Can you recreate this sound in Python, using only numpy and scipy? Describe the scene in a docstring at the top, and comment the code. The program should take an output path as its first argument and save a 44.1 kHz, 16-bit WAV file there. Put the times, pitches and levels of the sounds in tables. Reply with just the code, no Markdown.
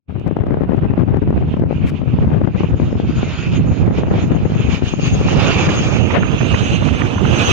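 """A twin turboprop comes in low over a windy shore, from far out to close by a hand-held camera. The rush of
its propellers and turbines, dulled by distance, swells and dips sharply under wind thumps, and the whine of its
compressor blades sinks in pitch as it draws near. Right at the microphone, wind rumbles, flutters, thumps and
pops on the two ports separately, with a few overload crackles, one scuff on the camera body and a faint hiss
underneath; tiny high ticks flicker now and then."""
import sys
import numpy as np
from scipy import signal
from scipy.fft import rfft, irfft, next_fast_len
from scipy.io import wavfile
from scipy.ndimage import uniform_filter1d, minimum_filter1d, map_coordinates

SR = 44100
rng = np.random.default_rng(int(sys.argv[2]) if len(sys.argv) > 2 else 0)


def int16_out(signal):
    """Quantize to a 16-bit WAV file."""
    q = np.round(np.clip(np.atleast_2d(signal).T, -1, 1) * 32767)
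    wavfile.write(sys.argv[1], SR, q.astype(np.int16))


N = 331632

# Levels in the tables are relative: each source adds its own gain.
# faint high ticks: (time [s], level [dB])
TICKS = [(0.9775, -52), (1.5387, -52), (2.998, -49), (4.138, -49.5), (4.2778, -44.5), (4.7785, -51),
         (5.138, -45)]
# a scuff on the camera body: (frequency [Hz], level [dB])
SCUFF_SPECTRUM = [(300, -19), (1500, -2), (2500, -1), (4000, -15), (15000, -32)]
# crackles as the left microphone overloads: (time [s], level [dB])
CRACKLES = [(0.198, -30), (0.2786, -24.5), (0.369, -29.5), (0.469, -30), (0.768, -32.5), (1.17, -19.5),
            (1.222, -28), (1.305, -29), (1.57, -31), (1.597, -27.5)]
# wind strength at the microphone: (time [s], left level [dB], right level [dB])
WIND_STRENGTH = [(0.12, -19, -31), (0.25, -13, -22.5), (1.1, -7, -19), (1.45, -14.5, -17),
                 (2.05, -14.5, -22), (2.2, -9.5, -15.5), (2.48, -12, -20.5), (2.65, -12.5, -17.5),
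                 (3.22, -15, -14.5), (3.38, -26, -16.5), (3.6, -12.5, -16), (3.8, -18, -14),
                 (4.35, -9.5, -17), (4.95, -14, -22), (5.12, -10.5, -14), (5.4, -18, -14),
                 (5.7, -12.5, -13), (6.0, -24, -13), (6.5, -16.5, -11), (6.8, -21, -11),
                 (7.25, -21.5, -13.5), (7.5, -11.5, -19)]
# choppy wind, heard as extra flutter on both ports: (time [s], level [dB])
WIND_CHOP = [(0.15, 0.5), (0.6, 5.5), (1.3, 1), (1.9, -4), (2.6, 3.5), (3.4, -8), (4.1, 7), (4.6, -2),
             (5.0, -5.5), (5.35, 6), (6.8, 0.5), (7.5, 2)]
# wind on a port as rumble, flutter and a tearing gust: (frequency [Hz], level [dB])
RUMBLE_SPECTRUM = [(20, -33), (35, -32), (55, -9.5), (80, 0.5), (115, 0.5), (170, -3), (260, -9.5),
                   (400, -20), (700, -42), (1500, -72), (4000, -120)]
FLUTTER_SPECTRUM = [(60, -26.5), (200, -2), (340, 1), (500, -2.5), (750, -8.5), (1000, -15), (2000, -24),
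                    (4500, -47.5), (15000, -85)]
GUST_SPECTRUM = [(150, -26), (500, 5.5), (1200, -5), (2200, -5.5), (3500, -17.5), (6000, -42),
                 (12000, -64)]
# gusts popping on the right port: (time [s], level [dB], centre frequency [Hz])
POPS = [(5.287, -13, 846), (5.691, -9, 940), (6.108, -13.5, 1280), (6.149, -22, 1250), (6.232, -13, 1500),
        (6.412, -14, 900), (6.545, -11, 970), (6.826, -13, 680), (6.888, -16.5, 980), (7.019, -13, 1940),
        (7.184, -14, 930), (7.254, -12.5, 1380)]
# the hardest eddies on the left port: (time [s], level [dB])
HARD_EDDIES = [(0.264, -5.5), (0.312, -5), (0.368, 0), (0.389, -7), (0.438, -3), (0.468, -1.5), (0.508, -1),
               (0.522, -6), (0.543, -0.5), (0.572, -4.5), (0.609, 4.5), (0.636, 1.5), (0.694, -1),
               (0.721, 0), (0.734, 4), (0.747, -2), (0.824, -6), (0.938, -1.5), (0.979, 2.5), (1.144, 6),
               (1.171, 6), (1.221, -4.5), (1.276, -1), (1.306, -4), (1.377, 4), (1.541, -3), (1.57, -3),
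               (1.597, -4), (1.622, -2), (1.638, 0.5), (1.71, 5), (1.728, -3), (2.017, -4), (2.188, 2.5),
               (2.305, -5), (2.318, -2), (2.416, 1.5), (2.475, 2), (2.607, 0), (2.635, 0.5), (2.8, -3),
               (2.929, -4.5), (2.954, -5.5), (3.0, -0.5), (3.231, -0.5), (3.645, -8), (3.88, 5),
               (3.909, -2.0), (4.035, 1), (4.084, -2.0), (4.14, 0), (4.349, -6.5), (4.455, -3),
               (4.553, -3.5), (4.595, -8), (4.823, -0.5), (4.938, 3), (4.996, -3), (5.369, 3.5)]
# the aircraft's approach, heard from the shore:
# (time [s], air loss at 10 kHz [dB], low roar [dB], bearing [0 head-on, 1 passing], left gain [dB])
APPROACH = [(0, 18.5, -4.5, 0.061, -21), (3.4, 26, 0.5, 0.086, -2.5), (4.7, 11.5, -0.5, 0.18, -8.5),
            (5.05, 6.5, -2.5, 0.3, -3), (5.5, 14, 1.5, 0.18, -7), (5.9, 8.5, -0.5, 0.35, -4),
            (6.2, -6, 6.5, 0.45, -18), (6.65, -2, -4.5, 0.93, -8.5), (7.15, -4.5, 8.5, 0.76, -10.5),
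            (7.45, -4.5, -1.5, 0.93, -10)]
# the aircraft's rush and whine as heard, swelling and dipping sharply under wind thumps:
# (time [s], level [dB])
AIRCRAFT_LEVEL = [(0.15, -49.5), (1.44, -48.5), (1.53, -36), (1.63, -63), (1.72, -43.5), (1.88, -38.5),
                  (1.93, -49), (1.98, -39.5), (2.03, -52), (2.1, -40.5), (2.48, -49.5), (2.6, -36.5),
                  (2.74, -47.5), (2.87, -38), (2.95, -44.5), (3.2, -35.5), (3.4, -33), (3.5, -35.5),
                  (3.572, -31.5), (3.592, -46), (3.82, -39.5), (3.9, -48), (3.99, -33), (4.05, -47),
                  (4.2, -33.5), (4.26, -41), (4.44, -40.5), (4.66, -32), (4.73, -25), (4.81, -39.5),
                  (4.89, -29.5), (4.99, -41), (5.06, -30), (5.18, -34), (5.47, -20), (5.62, -22.5),
                  (5.9, -28), (6.22, -32), (6.65, -24.5), (6.8, -29), (7.03, -28.5), (7.21, -33),
                  (7.33, -23), (7.42, -16.5), (7.52, -17.5)]
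# compressor blade tone at the microphone: (time [s], frequency [Hz])
BLADE_PITCH = [(0, 6545), (2, 6548), (3.4, 6574), (5.1, 6562), (5.85, 6538), (6.25, 6502), (6.7, 6480),
               (7.05, 6420), (7.3, 6372), (7.52, 6352)]
# how strongly the whine is beamed at the camera: (time [s], level [dB])
WHINE_BEAM = [(0.15, -30), (2.3, -22), (2.78, -13), (3.1, -15), (3.7, -6.5), (3.95, -12.5), (4.4, -9),
              (4.78, -11.5), (4.97, 1), (5.45, -13.5), (5.93, -4), (6.6, -12.5), (7.1, -13), (7.38, -15),
              (7.5, -6)]
# blade tone and sidebands: (offset [shaft orders], far [dB], near [dB], turning aside [dB], passing [dB])
SIDEBANDS = [(-2, -19.5, -12, -11, -9), (-1, -7, -3, 4, 1.5), (0, 0, 4, -2, 1.5), (1, 2, -8.5, -20, -12),
             (2, -15, -12, -22, -16)]
# when the aircraft is far, near, turning aside and passing: (time [s])
STAGE_TIMES = [3.4, 5.8, 6.65, 7.45]
# the rush at each port: (frequency [Hz], level [dB])
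LEFT_RUSH = [(60, -16), (250, 5), (600, 3), (950, -3), (1400, -1.5), (2500, 3), (3200, 1), (5400, -2.5),
             (6600, -3.5), (7600, -15), (9000, -23.5), (11000, -33), (15000, -46.5)]
RIGHT_RUSH = [(60, -13.5), (250, 6.5), (600, -1.5), (950, -2.5), (1300, -1), (1950, -11), (2400, 3),
              (2750, 2), (3900, -13.5), (4800, -26.5), (6000, -34.5), (7200, -54.5), (9000, -68.5)]
# how alike the rush is at the two ports: (frequency [Hz], correlation [0 to 1])
PORT_LIKENESS = [(200, 0.41), (1200, 0.73), (1900, 0.18), (2600, 0.87), (3500, 0.49), (6200, 0.2),
                 (7500, .1)]
# the microphone fading up: (time [s], level [dB])
FADE_IN = [(0, -65), (0.07, -49), (0.085, -4), (0.11, 0)]

USUAL_WIND_DB = -16
LEFT_ONLY, RIGHT_ONLY = np.array([[1], [0]]), np.array([[0], [1]])
TIME = np.arange(N) / SR


def amp(db):
    """Decibels to gain."""
    return 10 ** (np.asarray(db) / 20)


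def along(points, hz):
    """(Hz, value) points read on a log axis."""
    f, v = np.transpose(points)
    return np.interp(np.log(hz + 1), np.log(f + 1), v)


def curves(rows, t=TIME):
    """Each column after the time, read at the times t."""
    s, *cols = np.transpose(rows)
    return np.array([np.interp(t, s, c) for c in cols])


def wobble(rate):
    """A smooth random curve, rate knots a second."""
    return map_coordinates(rng.standard_normal(int(N * rate / SR) + 4), [TIME * rate])


def filtered(x, response):
    """x through a frequency response."""
    m = next_fast_len(N + SR // 2)
    return irfft(rfft(x, m) * response(np.fft.rfftfreq(m, 1 / SR)), m)[..., :N]


def noise(spectrum):
    """Coloured noise of rms 1."""
    x = filtered(rng.standard_normal(N), lambda hz: amp(along(spectrum, hz)))
    return x / np.sqrt(np.mean(x ** 2) + 1e-20)


def steadied(x, seconds):
    """x with its running rms brought to 1."""
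    return x / np.sqrt(np.abs(uniform_filter1d(x * x, int(seconds * SR))) + 1e-9)


def hiss(level_db=-78):
    """A faint airy hiss behind everything."""
    return amp(level_db + wobble(10)) * rng.standard_normal((2, N))


def ticks(gain_db=-2, ring_hz=12000, ring_ms=0.6, snap_db=-7, snap_ms=0.23, faint_db=-63, faint_count=90):
    """Tiny dry ticks, a snap and a short ring each, leaning to the windier port; faint ones at random."""
    out = np.zeros((2, N + SR))
    ms = np.arange(SR // 200) / SR * 1000
    ring = np.sin(2 * np.pi * ring_hz * ms / 1000) * np.exp(-ms / ring_ms)
    faint = [(when * N / SR, faint_db + 10 * (size - 0.5)) for when, size in rng.random((faint_count, 2))]
    for s, db in [*TICKS, *faint]:
        snap = amp(snap_db) * rng.standard_normal((2, len(ms))) * np.exp(-ms / snap_ms)
        lean = amp(curves(WIND_STRENGTH, [s]) - USUAL_WIND_DB)
        out[:, round(s * SR):][:, :len(ms)] += amp(db + gain_db) * lean * (ring + snap)
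    return out[:, :N]


def scuff(level_db=-34, rasp_db=3, start_s=1.861, end_s=1.905, edge_s=0.0036):
    """A short scrape on the camera body, close to the left port."""
    gate = np.clip(np.minimum(TIME - start_s, end_s - TIME) / edge_s, 0, 1)
    return gate * amp(level_db + rasp_db * wobble(500)) * noise(SCUFF_SPECTRUM) * amp([[0], [-12]])


def crackles(gain_db=2, width_ms=0.04):
    """Short, sharp crackles as the left microphone overloads."""
    clicks = sum(amp(db + gain_db) / (1 + ((TIME - s) * 1000 / width_ms) ** 2) for s, db in CRACKLES)
    return clicks * LEFT_ONLY


def gust(level_db=-9, at_s=6.162, width_s=0.018):
    """One fast gust tears across the left port."""
    swell = np.exp(-np.abs(TIME - at_s) / width_s)
    return amp(level_db) * swell * noise(GUST_SPECTRUM) * LEFT_ONLY


def pops(gain_db=-2, width_ms=4.35, octaves=0.82):
    """Once the right port faces the wind, gusts break on its rim in short, hollow pops."""
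    out = np.zeros(N)
    ms = np.arange(-SR // 50, SR // 50) / SR * 1000
    hz = np.fft.rfftfreq(len(ms), 1 / SR) + 1
    swell = np.exp(-(ms / width_ms) ** 2)
    for s, db, centre_hz in POPS:
        band = np.exp(-0.5 * (np.log2(hz / centre_hz) / octaves) ** 2) / (1 + (hz / 2600) ** 8)
        pop = swell * irfft(rfft(rng.standard_normal(len(ms))) * band, len(ms))
        pop *= np.linalg.norm(swell) / np.linalg.norm(pop)
        out[round(s * SR) - len(ms) // 2:][:len(ms)] += amp(db + gain_db) * pop
    return out * RIGHT_ONLY


def lulls(depth_db=8, lead_s=0.011, width_ms=15):
    """Gain of the wind on the left port: it slackens as each hard eddy comes in."""
    marks = np.zeros(N)
    lull_s = np.transpose(HARD_EDDIES)[0] - lead_s
    marks[np.round(lull_s * SR).astype(int)] = 1
    ms = np.arange(-SR // 10, SR // 10) / SR * 1000
    slack = signal.fftconvolve(marks, np.exp(-(ms / width_ms) ** 2), mode="same")
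    return amp(-depth_db * np.tanh(slack))


def port_wind(strength_db, flutter_db, turned_db, lump_db, burst_db, gusty_db, rumble_db=-16):
    """Turbulence on one port: lumpy rumble whose peaks break into flutter, more as the camera turns."""
    lumps = wobble(62)
    rumble = steadied(noise(RUMBLE_SPECTRUM) * amp(lump_db * lumps), seconds=0.15)
    bursts = np.tanh(rumble / 2) + 2.56 * np.tanh(lumps)
    flutter = steadied(noise(FLUTTER_SPECTRUM) * amp(burst_db * bursts), seconds=0.17)
    gust_db = strength_db - USUAL_WIND_DB + gusty_db * wobble(8)
    bearing = curves(APPROACH)[2]
    chop_db = curves(WIND_CHOP)[0] + 0.91 * gust_db + turned_db * bearing
    return amp(rumble_db + gust_db) * rumble + amp(flutter_db + chop_db) * flutter


def wind():
    """Shore wind blows on the two ports independently, the left more roughly."""
    left_db, right_db = curves(WIND_STRENGTH)
    left = port_wind(left_db, flutter_db=-31, turned_db=7, lump_db=6.5, burst_db=6, gusty_db=1.5)
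    right = port_wind(right_db, flutter_db=-30, turned_db=3, lump_db=3, burst_db=2, gusty_db=2.5)
    return np.array([lulls() * left, right])


def stray_eddies(port, over_db, pace_hz, spread_db=3, count=400):
    """Lesser eddies at uneven gaps, stronger where the wind is: (time [s], level [dB])."""
    gap, strength = rng.standard_normal((count, 2)).T
    s = np.cumsum(np.exp(0.6 * gap)) / pace_hz
    db = curves(WIND_STRENGTH, s)[port] + over_db + spread_db * strength
    return np.transpose([s, db])[s < N / SR]


def eddies(rows, cut_hz, width_ms, tear, tear_ms=3.17, vary=0.18):
    """Each eddy is a pressure spike in torn air; the microphone's bass cut makes it swing back."""
    out = np.zeros(N + SR)
    ms = np.arange(-SR // 50, SR // 50) / SR * 1000
    torn_air = np.tile(noise(FLUTTER_SPECTRUM), 2)
    sizes = np.exp(vary * rng.standard_normal(len(rows)))  # narrow spikes knock, wider ones thump
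    for (s, db), size in zip(rows, sizes):
        start = max(0, round(s * SR) - len(ms) // 2)
        spike = 1 / (1 + (ms / (width_ms * size)) ** 2)
        edges = tear * np.exp(-np.abs(ms) / tear_ms) * torn_air[start:start + len(ms)]
        out[start:start + len(ms)] += amp(db) * (spike + edges)
    return filtered(out[:N], lambda hz: -hz ** 2 / (cut_hz ** 2 - hz ** 2 + 1j * cut_hz * hz))


def buffets(hard_gain_db=3.3):
    """Eddies hit the microphone: hard, ragged thumps on the left, rounder ones at random on both ports."""
    hard = amp(hard_gain_db) * eddies(HARD_EDDIES, cut_hz=190, width_ms=0.62, tear=0.15)
    left = eddies(stray_eddies(port=0, over_db=7, pace_hz=19), cut_hz=150, width_ms=0.82, tear=0.1)
    right = eddies(stray_eddies(port=1, over_db=5.5, pace_hz=30), cut_hz=173, width_ms=0.76, tear=0.11)
    return np.array([lulls() * left + hard, right])


def heard_level_db(waver_db=1.86, near_s=4.8):
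    """The aircraft's swells and dips, with a slight random waver that settles as it draws near."""
    distance = np.clip(1 - TIME / near_s, 0, 1)
    return curves(AIRCRAFT_LEVEL)[0] + waver_db * np.sqrt(distance) * wobble(24)


def compressor_whine(aircraft_db, gain_db=-2, blades=47, waver_hz=5, flicker_db=3, octave_db=-38):
    """The compressor's blade tone and sidebands, one shaft order apart, each scattered by the air."""
    phase = 2 * np.pi * np.cumsum(curves(BLADE_PITCH)[0] + waver_hz * wobble(17)) / SR
    loss_db, _, bearing, _ = curves(APPROACH)
    blur = 2.1 * (1 - 0.59 * bearing)
    tone = np.zeros((2, N), complex)
    for order, *stage_db in SIDEBANDS:
        size = amp(np.interp(TIME, STAGE_TIMES, stage_db))
        scatter = np.array([wobble(56) + 1j * wobble(56) for port in range(2)])
        tone += size * (1 + blur * scatter) * np.exp(1j * phase * (1 + order / blades))
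    # a smeared octave carries only at close range, and only to the left port
    octave = amp(octave_db - 2 * loss_db) * (1 + wobble(300)) * np.cos(2 * phase * (1 - 1 / blades))
    left_db = gain_db + aircraft_db + curves(WHINE_BEAM)[0] + flicker_db * wobble(24)
    right_db = left_db - 19.5 + 15.5 * bearing  # the ports even out as the aircraft moves aside
    return amp([left_db, right_db]) * (steadied(tone.real, seconds=0.088) + octave * LEFT_ONLY)


def left_port_db(hz, bearing, gain_db=-33, ripple_db=3.5, shade_db=6.5, swell_db=4):
    """The rush on the left: a close reflection combs it; off axis the camera body shades its treble."""
    echo_s = (1.746 + 0.48 * bearing) / 1000
    comb = -np.cos(2 * np.pi * hz * echo_s) / (1 + (hz / 6000) ** 4)
    shade = shade_db * np.exp(-((hz - 4900) / 1300) ** 2)
    swell = swell_db / (1 + (hz / 2600) ** 4)  # midrange and below rise off axis
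    return along(LEFT_RUSH, hz) + gain_db + ripple_db * comb + bearing ** 2 * (swell - shade)


def right_port_db(hz, bearing, gain_db=-29, slide=0.042, ring_db=3, ring_hz=2790, width_hz=270):
    """The rush on the right: facing the aircraft, the port's resonance slides up and whistles hollowly."""
    colour = along(RIGHT_RUSH, hz / (1 + slide * bearing ** 2))
    whistle = ring_db * bearing ** 2 * np.exp(-((hz - ring_hz) / width_hz) ** 2)
    return colour + gain_db + whistle


def turboprop_rush(aircraft_db, patchy_db=2, flicker_db=1.42, passing_lag_s=0.00036, aside_db=-2):
    """Broad roar of propellers and turbines, dulled by distance and coloured by its bearing to each port."""
    hz, t, (common, apart) = signal.stft(rng.standard_normal((2, N)), SR, nperseg=512)
    hz = hz[:, None]
    loss_db, roar_db, bearing, left_gain_db = curves(APPROACH, t)
    # the ports hear partly the same noise, the left later as the aircraft moves aside
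    spread = np.arccos(along(PORT_LIKENESS, hz)) / 2
    ports = np.array([np.cos(spread) * common + side * np.sin(spread) * apart for side in (1, -1)])
    ports[0] *= np.exp(-2j * np.pi * hz * bearing * passing_lag_s)
    # air absorbs with the square of frequency; the low roar has its own beam
    air_db = -loss_db * (hz / 10000) ** 2 + roar_db / (1 + (hz / 1700) ** 4)
    # turbulence along the path makes the sound flicker, in patches and as a whole
    patches = uniform_filter1d(rng.standard_normal(common.shape), 7, axis=0)
    patches = uniform_filter1d(patches, 10, axis=1)
    air_db += patchy_db * patches / patches.std()
    level_db = np.interp(t, TIME, aircraft_db + flicker_db * wobble(30)) + aside_db * bearing
    port_db = np.array([left_port_db(hz, bearing) + left_gain_db, right_port_db(hz, bearing)])
    gain = amp(level_db + air_db + port_db) * np.sqrt(SR / 2)
    return signal.istft(ports * gain, SR, nperseg=512)[1][:, :N]


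def scene():
    """The aircraft over the shore, with wind and small noises right at the microphone."""
    aircraft_db = heard_level_db()
    aircraft = turboprop_rush(aircraft_db) + compressor_whine(aircraft_db)
    return aircraft + wind() + buffets() + pops() + scuff() + gust() + crackles() + ticks() + hiss()


def record(dry, ceiling=0.89, hold_s=0.011, top_hz=15800):
    """The microphone fades up; a limiter ducks both ports under loud thumps; the top treble is cut."""
    opened = dry * amp(curves(FADE_IN)[0])
    needed = np.minimum(1, ceiling / (np.abs(opened).max(axis=0) + 1e-9))
    hold = int(hold_s * SR)
    held = minimum_filter1d(needed, hold)
    gain = uniform_filter1d(uniform_filter1d(held, hold // 2), hold // 2)
    return filtered(opened * gain, lambda hz: hz < top_hz)


dry = scene()
out = record(dry)
int16_out(out)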